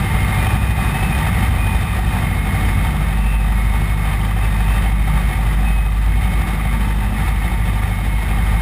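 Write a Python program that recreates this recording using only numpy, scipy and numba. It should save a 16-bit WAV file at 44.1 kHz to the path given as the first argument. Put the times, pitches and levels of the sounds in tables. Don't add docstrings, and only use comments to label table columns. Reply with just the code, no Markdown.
import sys
import numpy as np
from scipy import signal
from scipy.fft import rfft, irfft, next_fast_len
from scipy.io import wavfile
from scipy.ndimage import uniform_filter1d
from numba import njit

SR = 44100
rng = np.random.default_rng(int(sys.argv[2]) if len(sys.argv) > 2 else 0)


def linear_from_db(decibels):
    return 10 ** (np.asarray(decibels, float) / 20)


def inscribe(sig):
    pcm = np.round(np.clip(np.atleast_2d(sig).T, -1, 1) * 32767)
    wavfile.write(sys.argv[1], SR, pcm.astype(np.int16))


N = 379701
T = np.arange(N) / SR

# frequency in Hz, density in dB per Hz.
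RUSH_SPECTRUM = [(180, -38), (300, -4.5), (598, -6.5), (749, -4), (893, -1), (987, -7), (1190, -3),
                 (1420, -7.5), (1990, -4), (2590, -12), (2830, -15), (3680, -17.5), (4070, -21),
                 (5500, -22.5), (6000, -30), (7800, -69), (13200, -120)]
# frequency in Hz, density in dB per Hz.
RUMBLE_SPECTRUM = [(12, -32), (30, -46), (44, -4.5), (62, 3.5), (85, -2), (118, -6.5), (145, -5.5),
                   (180, -4.5), (215, -11.5), (255, -19.5), (300, -21), (450, -39), (600, -60)]
# centre in Hz, width in Hz, peak in dB over the surrounding noise.
PANEL_RESONANCES = [(235, 9.8, 6), (352, 16.5, 3.5), (761, 56, 6), (903.4, 16.7, 8.5), (1183, 64, 2),
                    (1292, 33, 3.5), (1855, 86, 4.5), (2050, 51, 3), (2530, 200, 6.5), (3100, 69, 7.5),
                    (3662, 217, 8.5)]
# lower band edge in Hz, depth in dB, lag in firings,
# levels of the four cylinders in dB.
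EXHAUST_PUFFS = [(250, .8, .55, [-.3, -1.2, .3, .8]), (700, 1.3, .45, [0, -.6, 0, .6]),
                 (1450, 1.5, .42, [.2, -.2, -.4, .5]), (2750, 1.6, .45, [-.2, -.3, .1, .7])]
# start in seconds, end in seconds, first Hz, last Hz, level in dB.
LOW_NOTE = [
    (0.03, 0.4, 2127, 2130, -33),
    (1.22, 1.5, 2166, 2169, -37.5),
    (2.2, 2.85, 2157, 2178, -36),
    (2.85, 3.14, 2179, 2188, -41),
    (3.55, 4.24, 2182, 2181, -39),
    (4.85, 5.4, 2180, 2186, -40),
    (6.08, 6.8, 2180, 2187, -39.5),
    (7.15, 8.1, 2182, 2182, -40.5),
    (8.1, 8.7, 2181, 2172, -39),
]
# start in seconds, end in seconds, first Hz, last Hz, level in dB.
MIDDLE_NOTE = [(0.37, 0.58, 2405, 2464, -35.5), (0.58, 0.92, 2462, 2476, -35.5),
               (1.09, 1.18, 2485, 2474, -33), (1.58, 1.77, 2479, 2473, -33),
               (1.85, 2.03, 2463, 2465, -41.5), (2.1, 2.16, 2466, 2465, -38),
               (3.23, 3.45, 2548, 2539, -41.5), (4.52, 4.74, 2513, 2544, -43),
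               (5.65, 5.84, 2544, 2536, -37), (5.84, 5.93, 2535, 2528, -44), (6.98, 7.08, 2526, 2537, -46)]
# start in seconds, end in seconds, first Hz, last Hz, level in dB.
HIGH_NOTE = [
    (0.47, 0.8, 2600, 2583, -46),
    (0.9, 0.99, 2572, 2576, -39),
    (0.99, 1.08, 2578, 2603, -34),
    (1.53, 1.61, 2598, 2602, -41),
    (1.8, 1.96, 2592, 2584, -45),
    (3.2, 3.43, 2671, 2659, -41),
    (4.42, 4.49, 2640, 2635, -39),
    (4.67, 4.8, 2654, 2638, -41.5),
    (5.65, 5.71, 2673, 2670, -44),
    (7.02, 7.14, 2660, 2620, -44.5),
]
# frequency in Hz, 60 dB decay time in seconds,
# level in dB over the air noise, lag in firings, levels of the four cylinders in dB.
STRUCK_PANELS = [(763, .06, -13.5, .2, [-14, -20, 0, -10]), (1172, .035, -14.5, .55, [-8, -8, -10, 0]),
                 (2030, .03, -15.5, .3, [0, -8, -16, -3]), (3110, .035, -21, .35, [-7, -7, 0, -2])]
# multiple of the firing rate, level in dB over the air noise.
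WEAK_ORDERS = [(.5, -16), (.75, -10.5), (1.5, -12), (1.75, -8), (2.25, -11), (2.75, -15), (3, -5.8),
               (3.5, -16), (4, -10.5), (4.5, -16), (4.75, -23), (5.5, -27), (6, -32)]
# time in seconds, firing rate in Hz.
FIRING_RATE = [(0, 49.7), (.45, 49.72), (1, 50.08), (1.7, 49.85), (2.1, 49.9), (3.5, 50.67), (4.25, 50.88),
               (4.8, 50.74), (5.6, 50.9), (6.3, 50.75), (8.61, 50.73)]
# time in seconds, level in dB.
CABIN_BOOM = [(0, -20.9), (.4, -21.6), (.8, -30), (1, -20), (1.25, -25), (1.75, -22.5), (2.22, -27),
              (2.5, -21), (2.8, -20.5), (3.25, -14.5), (4.25, -19), (4.65, -15.5), (5, -17.7), (5.75, -15),
              (6.25, -17.5), (7, -18), (8.4, -19), (8.61, -19.5)]
# time in seconds, gain in dB.
SLOW_GAIN = [(0, -25.5), (.5, -23.5), (1.45, -24), (1.9, -26.5), (2.15, -24), (2.35, -26.5), (2.65, -24),
             (2.88, -26), (2.97, -28), (3.42, -30), (3.8, -27.5), (5.2, -27), (5.75, -29), (5.9, -31),
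             (6.3, -28.5), (7.75, -27), (8.15, -30), (8.6, -27)]
# time in seconds, depth in dB.
GAIN_DUCKS = [(.11, 0.5), (.59, 3.5), (.74, 3.5), (1.28, 2), (1.51, 3.5), (2.02, 4), (2.42, 3), (2.74, 3),
              (3.38, 3), (3.97, 4), (4.3, 3), (4.5, 2), (4.92, 4), (5.4, 0.5), (6.58, 2.5), (6.95, 5.5),
              (7.37, 2.5), (7.57, 3), (7.9, 1)]
# frequency in Hz, density in dB per Hz.
SIDE_SPECTRUM = [(30, 0), (100, -9), (330, -6), (700, -21.5), (2500, -35.5), (7500, -41.0)]


def curves(table):
    seconds, *columns = np.transpose(table)
    return [np.interp(T, seconds, column) for column in columns]


def walk(rate):
    hold = int(SR / rate)
    steps = np.repeat(rng.standard_normal(N // 100)[:N // hold + 1], hold)
    return 1.407 * uniform_filter1d(uniform_filter1d(steps, hold), hold)[:N]


def coloured(spectrum, edges_hz):
    size = next_fast_len(N)
    hz = np.arange(1, size // 2 + 2) * SR / size
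    table_hz, table_db = np.transpose(spectrum)
    gain = linear_from_db(np.interp(np.log(hz), np.log(table_hz), table_db, left=-90, right=-90))
    for centre, width, peak_db in PANEL_RESONANCES:
        gain = gain * (1 + (linear_from_db(peak_db) - 1) / (1 + (2 * (hz - centre) / width) ** 2))
    bins = rfft(rng.standard_normal(size)) * gain / np.sqrt(np.mean(gain ** 2))
    return [irfft(bins * (hz >= lo) * (hz < hi), size)[:N] for lo, hi in zip(edges_hz, edges_hz[1:])]


def rush(firings):
    bands = coloured(RUSH_SPECTRUM, [row[0] for row in EXHAUST_PUFFS] + [SR / 2])
    firing_db = 1.14 * rng.standard_normal(N // 500)
    gust_db = .4 * walk(10)
    out = 0
    for band, (_, depth_db, lag, cylinder_db) in zip(bands, EXHAUST_PUFFS):
        phase = firings + 1 - lag
        puff_db = depth_db * (np.exp(1.2 * (np.cos(2 * np.pi * phase) - 1)) - .4)
        puff_db += np.interp(phase % 4, np.arange(5), cylinder_db + cylinder_db[:1])
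        puff_db += np.interp(phase, np.arange(len(firing_db)), firing_db)
        out = out + band * linear_from_db(puff_db + gust_db + 0.14 * walk(5.1))
    return out


def rumble(firings):
    bands = coloured(RUMBLE_SPECTRUM, [10, 60, 110, 190, 500])
    throb_db = 1.5 * np.cos(2 * np.pi * (firings - .45))
    return sum(band * linear_from_db(1.4 * walk(4) + throb_db * (k > 1)) for k, band in enumerate(bands))


def whistle(notes):
    attack_s, release_s = .05, .1
    start, end, first_hz, last_hz, level_db = np.transpose(notes)
    flutter_hz = 5 * walk(40)
    flutter_db = 1.6 * walk(50) + .6 * walk(9)
    hz = np.interp(T, np.ravel([start, end], "F"), np.ravel([first_hz, last_hz], "F"))
    envelope = 0
    for a, b, db in zip(start, end, level_db):
        ramps = np.minimum((T - a) / attack_s, (b - T) / release_s)
        envelope = envelope + linear_from_db(db) * np.clip(ramps + .5, 0, 1)
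    tone = np.sin(2 * np.pi * np.cumsum(hz + flutter_hz) / SR)
    return np.sqrt(2) * envelope * linear_from_db(flutter_db) * tone


def knocks(firings):
    scatter_db, jitter = 2.5, .02
    count = np.arange(int(firings[-1]) - 1)
    out = 0
    for hz, t60, db, lag, cylinder_db in STRUCK_PANELS:
        late, hard = rng.standard_normal((len(count), 2)).T
        blows = np.zeros(N)
        at = np.searchsorted(firings, count + lag + jitter * late)
        blows[at] = linear_from_db(np.take(cylinder_db, count % 4) + scatter_db * hard)
        pole = np.exp(2j * np.pi * hz / SR - np.log(1000) / (t60 * SR))
        onset = signal.lfilter([1], [1, -pole * abs(pole) ** 2], blows)
        ring = signal.lfilter([1], [1, -pole], onset).imag
        out = out + linear_from_db(db) * ring / ring.std()
    return out


def order(multiple, firings, db):
    quarters = round(4 * multiple)
    lag = rng.random() * (quarters % 4 > 0)
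    waver = 0.021 * multiple * walk(2.916)
    return -np.sqrt(2) * linear_from_db(db) * np.sin(2 * np.pi * (quarters / 4 * firings + lag + waver))


def engine(firings, boom_db, lope_db, octave_db, air_db):
    boom_db = boom_db + 0.9 + 1.5 * walk(4.5)
    out = order(1, firings, boom_db) + order(5 / 4, firings, lope_db) + order(2, firings, octave_db)
    for multiple, db in WEAK_ORDERS:
        out = out + order(multiple, firings, air_db + db + 2.9 * walk(3))
    return out


def camera_gain():
    attack_s, release_s = .012, .07
    slow_db = curves(SLOW_GAIN)[0]
    ducks_db = 0
    for seconds, depth_db in GAIN_DUCKS:
        since = T - seconds + attack_s
        rise = np.clip(1 + since / attack_s, 0, 1)
        ducks_db = ducks_db + depth_db * rise * np.exp(-np.maximum(since, 0) / release_s)
    return slow_db, slow_db - ducks_db + .5 * walk(14)


def tracking(level_db, slope, swell_db, slow_db):
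    return level_db + slope * (slow_db + 27.5) + swell_db * walk(2.96)


def scene():
    hz, boom_db = curves(FIRING_RATE)[0], curves(CABIN_BOOM)[0]
    firings = -.85 + np.cumsum(hz) / SR
    slow_db, air_db = camera_gain()
    lope_db = tracking(-30.5, 1.9, 1.2, slow_db)
    octave_db = tracking(-28.7, 1.3, 2.6, slow_db)
    mono = linear_from_db(air_db - 1.14) * rush(firings)
    mono += linear_from_db(air_db + 5.5) * rumble(firings)
    mono += linear_from_db(air_db - slow_db + 1.74) * sum(whistle(notes) for notes in (LOW_NOTE, MIDDLE_NOTE, HIGH_NOTE))
    mono += linear_from_db(air_db) * knocks(firings)
    mono += engine(firings, boom_db, lope_db, octave_db, uniform_filter1d(air_db, SR // 4))
    return np.array([mono, mono])


@njit
def follower(x, attack, release):
    out, level = np.empty(len(x)), .3
    for i in range(len(x)):
        level += (abs(x[i]) - level) * (attack if abs(x[i]) > level else release)
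        out[i] = level
    return out


def band_limit(x):
    return signal.sosfilt(signal.butter(12, 15720, fs=SR, output="sos"), x)


def record(dry):
    peak = follower(dry[0], 1 / (.003 * SR), 1 / (.12 * SR))
    ducked = dry[0] * (.29 / peak) ** .3
    bass_cut = signal.butter(2, 24, "high", fs=SR, output="sos")
    ducked = signal.sosfiltfilt(bass_cut, ducked)
    slow = signal.resample_poly(ducked, 40, 147)
    held = signal.resample_poly(np.repeat(slow, 4), 147, 160)[:N]
    treble_cut = signal.ellip(10, .2, 80, 15290, fs=SR, output="sos")
    held = signal.sosfilt(treble_cut, np.pad(held, (0, N - len(held))))
    low, high = coloured(SIDE_SPECTRUM, [10, 900, 8000])
    side = linear_from_db(-58.5) * (low * linear_from_db(4.5 * walk(30)) + linear_from_db(-1.5) * high * linear_from_db(7 * walk(25)))
    return band_limit(np.array([held + side, held - side]))


dry = scene()
out = record(dry)
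inscribe(out)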